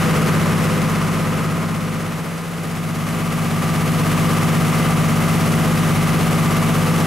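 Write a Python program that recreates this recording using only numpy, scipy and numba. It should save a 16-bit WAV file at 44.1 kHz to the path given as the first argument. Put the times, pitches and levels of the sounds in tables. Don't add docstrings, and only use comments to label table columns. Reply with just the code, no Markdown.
import sys
import numpy as np
from scipy.fft import rfft, irfft, next_fast_len
from scipy.io import wavfile
from scipy.ndimage import map_coordinates
from numba import njit

SR = 44100
rng = np.random.default_rng(int(sys.argv[2]) if len(sys.argv) > 2 else 0)


def materialize(psi):
    bounded = np.clip(np.atleast_2d(psi).T, -1, 1)
    quanta = np.round(bounded * 32767).astype(np.int16)
    wavfile.write(sys.argv[1], SR, quanta)


N = 311346


def amp(db):
    return 10 ** (np.asarray(db) / 20)


def along(points, hz):
    f, value = np.transpose(points)
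    return np.interp(np.log(hz + 1), np.log(f + 1), value)


def wobble(rate):
    knots = rng.standard_normal(int(N * rate / SR) + 4)
    return map_coordinates(knots, [np.arange(N) * rate / SR])


def filtered(x, response):
    size = next_fast_len(N + SR // 2)
    spectrum = rfft(x, size) * response(np.fft.rfftfreq(size, 1 / SR))
    return irfft(spectrum, size)[..., :N]


# [multiple of the crank speed, level/dB in the first stretch, level/dB in the second stretch]
ENGINE_ORDERS = [(2.0, -37, -38.5), (3.0, -43, -42.5), (4.0, -27.5, -28.5), (5.0, -39, -38),
                 (6.0, -22, -22), (7.0, -39, -36), (8.0, -27, -40.5), (9.0, -26.5, -26.5),
                 (10.0, -35, -33.5), (11.0, -36, -39), (12.0, -39.5, -38), (14.0, -43, -41),
                 (14.5, -40, -43), (16.0, -39.5, -39), (20.0, -35.5, -46.5), (26.0, -39.5, -40),
                 (29.0, -47, -41.5), (39.57, -42, -47), (40.4, -53, -47), (41.5, -40, -48),
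                 (44.9, -48, -45), (45.37, -44.5, -43), (46.08, -44, -48), (46.56, -41, -37.5),
                 (49.14, -50, -45), (49.33, -38, -43), (52.0, -42.5, -46.5), (55.6, -44, -47),
                 (80.8, -53, -45), (89.0, -54, -48.5)]


def drone(crank_turns, crossfade, waver_db=0.5, waver_per_order_db=0.0387, jitter_turns=0.0012):
    start_turns = rng.random(len(ENGINE_ORDERS))
    strongest = np.argmax(np.array(ENGINE_ORDERS)[:, 2])
    start_turns -= start_turns[strongest]
    crank_turns = crank_turns + jitter_turns * wobble(25)
    out = np.zeros(N)
    for (order, first_db, second_db), angle in zip(ENGINE_ORDERS, start_turns):
        order = np.round(2 * order) / 2
        line_db = first_db + crossfade * (second_db - first_db)
        line_db = line_db + (waver_db + waver_per_order_db * order) * wobble(6)
        out += amp(line_db) * np.sin(2 * np.pi * (order * crank_turns + angle))
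    return np.sqrt(2) * out


# [multiple of the blade rate, level/dB against the blade tone]
FAN_OVERTONES = [(2, -21.5), (3, -20.5)]


def fan(blade_hz, flutter_passes=0.015, waver_db=0.5, overtone_waver_db=3):
    passes = np.cumsum(blade_hz) / SR + flutter_passes * wobble(14)
    tone = amp(waver_db * wobble(8)) * np.sin(2 * np.pi * passes)
    for multiple, db in FAN_OVERTONES:
        level = amp(db + overtone_waver_db * wobble(12))
        tone += level * np.sin(2 * np.pi * (multiple * passes + rng.random()))
    return np.sqrt(2) * tone


# [f/Hz, level/dB against the direct sound]
WALL_SOUND = [(60, -18), (300, -10), (1000, -10), (4500, -10), (9000, -10.5), (14000, -20)]


def radiate(white, spectra, crossfade):
    hz_points, *levels = np.array(spectra).T
    first, second = [filtered(white, lambda hz: amp(along(np.c_[hz_points, db], hz))) for db in levels]
    direct, walls = np.sqrt(SR / 2) * (first + crossfade * (second - first))
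    walls = filtered(walls, lambda hz: amp(along(WALL_SOUND, hz)))
    return np.array([direct + walls, direct - walls])


def bursts(firings, depth, decay, scatter_db):
    stroke = firings.astype(int)
    size = amp(scatter_db * rng.standard_normal(stroke.max() + 1))
    envelope = 1 + depth * size[stroke] * np.exp(-(firings % 1) / decay)
    return envelope / np.sqrt(np.mean(envelope ** 2))


# [f/Hz, level/dB per Hz in the first stretch, level/dB per Hz in the second stretch]
CLATTER_SPECTRA = [(120, -82, -68), (242, -53.5, -57.5), (403, -53.5, -55.5), (596, -58.5, -59.3),
                   (830, -59, -59.5), (1070, -57, -59), (1220, -54, -56), (1490, -60, -63),
                   (2280, -61.5, -63), (2870, -66.5, -65), (3580, -74, -73), (5060, -77, -79.5),
                   (9000, -87, -86)]
START_KNOCK_DB = 0.8


def clatter(firings, crossfade, lag, jitter_s=0.00004, uneven_db=3.5, level_db=-0.2):
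    size = 3490
    count = size // 2 + 1
    strength = amp(uneven_db * rng.standard_normal((2, count)))
    lines = strength * np.exp(2j * np.pi * rng.random((2, count)))
    lines[0, np.round(2 * np.array(ENGINE_ORDERS)[:, 0]).astype(int)] = 0
    place = firings / 4 * size
    place = place + jitter_s * SR * wobble(60)
    cycles = irfft(lines)
    ring = np.array([map_coordinates(c / c.std(), [place % size], mode="grid-wrap") for c in cycles])
    knocks = ring * bursts(firings, depth=0.43, decay=0.14, scatter_db=2.5)
    return amp(level_db + START_KNOCK_DB * lag) * radiate(knocks, CLATTER_SPECTRA, crossfade)


# [f/Hz, level/dB per Hz in the first stretch, level/dB per Hz in the second stretch]
AIR_SPECTRA = [(20, -66, -69), (60, -63, -62), (153, -47, -50.5), (225, -49, -54.5), (295, -56.5, -59.5),
               (490, -52.5, -56.5), (770, -60.5, -60), (1180, -58, -60.5), (1660, -62, -63),
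               (2540, -65, -67.5), (3940, -71.5, -72), (6200, -71.3, -71.3), (7500, -73, -73),
               (11400, -73, -72.5), (15500, -85.5, -84)]


def air(firings, crossfade, level_db=0, gust_db=0.45):
    noise = rng.standard_normal((2, N)) * bursts(firings, depth=0.3, decay=0.25, scatter_db=4.5)
    return amp(level_db + gust_db * wobble(70)) * radiate(noise, AIR_SPECTRA, crossfade)


# [f/Hz, radians by which the left one leads]
LEFT_LEAD = [(40, -.25), (160, -0.49), (350, -0.63), (700, -0.32), (1300, -0.23), (4500, -0.024),
             (15000, 0)]
# [f/Hz, left minus right level/dB]
LEFT_TILT = [(60, 0), (200, 1.6), (700, .5), (4000, 0.5), (8000, 0)]


def microphones(sound):
    sides = np.array([[0.5], [-0.5]])
    return filtered(sound, lambda hz: amp(sides * along(LEFT_TILT, hz)) * np.exp(1j * sides * along(LEFT_LEAD, hz)))


# [start t/s, end t/s]
CROSSFADE_S = (1.6, 2.95)
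FIRING_HZ, BLADES_PER_FIRING = 50.595, 3.3226
START_LAG_HZ, GOVERNOR_S = 0.9, 0.46
EXHAUST_DB, FAN_FIRST_DB, FAN_SECOND_DB = 0.16, -20, -21
TONES_DB, START_TONES_DB = 1.5, -2.5
THIN_S, THIN_WIDTH_S, THIN_DB = 2.41, 0.28, -6
SLIP = 0.205


def scene():
    t = np.arange(N) / SR
    lag = np.exp(-t / GOVERNOR_S)
    crossfade = np.interp(t, CROSSFADE_S, [0, 1])
    thin = np.exp(-((t - THIN_S) / THIN_WIDTH_S) ** 2)
    firing_hz = FIRING_HZ - START_LAG_HZ * lag
    firings = np.cumsum(firing_hz) / SR + SLIP * np.cumsum(thin) / thin.sum()
    fan_db = FAN_FIRST_DB + crossfade * (FAN_SECOND_DB - FAN_FIRST_DB)
    tones = amp(EXHAUST_DB + THIN_DB * thin) * drone(firings / 2, crossfade)
    tones = tones + amp(fan_db) * fan(BLADES_PER_FIRING * firing_hz)
    sound = amp(TONES_DB + START_TONES_DB * lag) * tones
    sound = sound + clatter(firings, crossfade, lag) + air(firings, crossfade)
    return microphones(sound)


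@njit
def follow(x, rise, fall):
    out, level = np.empty_like(x), x[:2000].max()
    for i in range(len(x)):
        level += (x[i] - level) * (rise if x[i] > level else fall)
        out[i] = level
    return out


def limiter(x, threshold_db=-19, slope=0.76, attack_s=0.00091, release_s=0.023, ahead_s=0.00406, makeup_db=5.5):
    peak = follow(np.abs(x).max(axis=0), 1 / (attack_s * SR), 1 / (release_s * SR))
    peak = np.interp(np.arange(N) + ahead_s * SR, np.arange(N), peak)
    gain = np.minimum(1, amp(threshold_db) / (peak + 1e-9)) ** slope
    return x * amp(makeup_db) * gain


# [start t/s, lowest t/s, end t/s]
DIP_TIMES_S = (0.38, 2.46, 4.24)
FULL_DB, DIP_DB = 0.46, -9
TOP_HZ = 15720


def record(dry):
    fade = np.interp(np.arange(N) / SR, DIP_TIMES_S, amp([FULL_DB, DIP_DB, FULL_DB]))
    return filtered(limiter(dry) * fade, lambda hz: hz < TOP_HZ)


dry = scene()
out = record(dry)
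materialize(out)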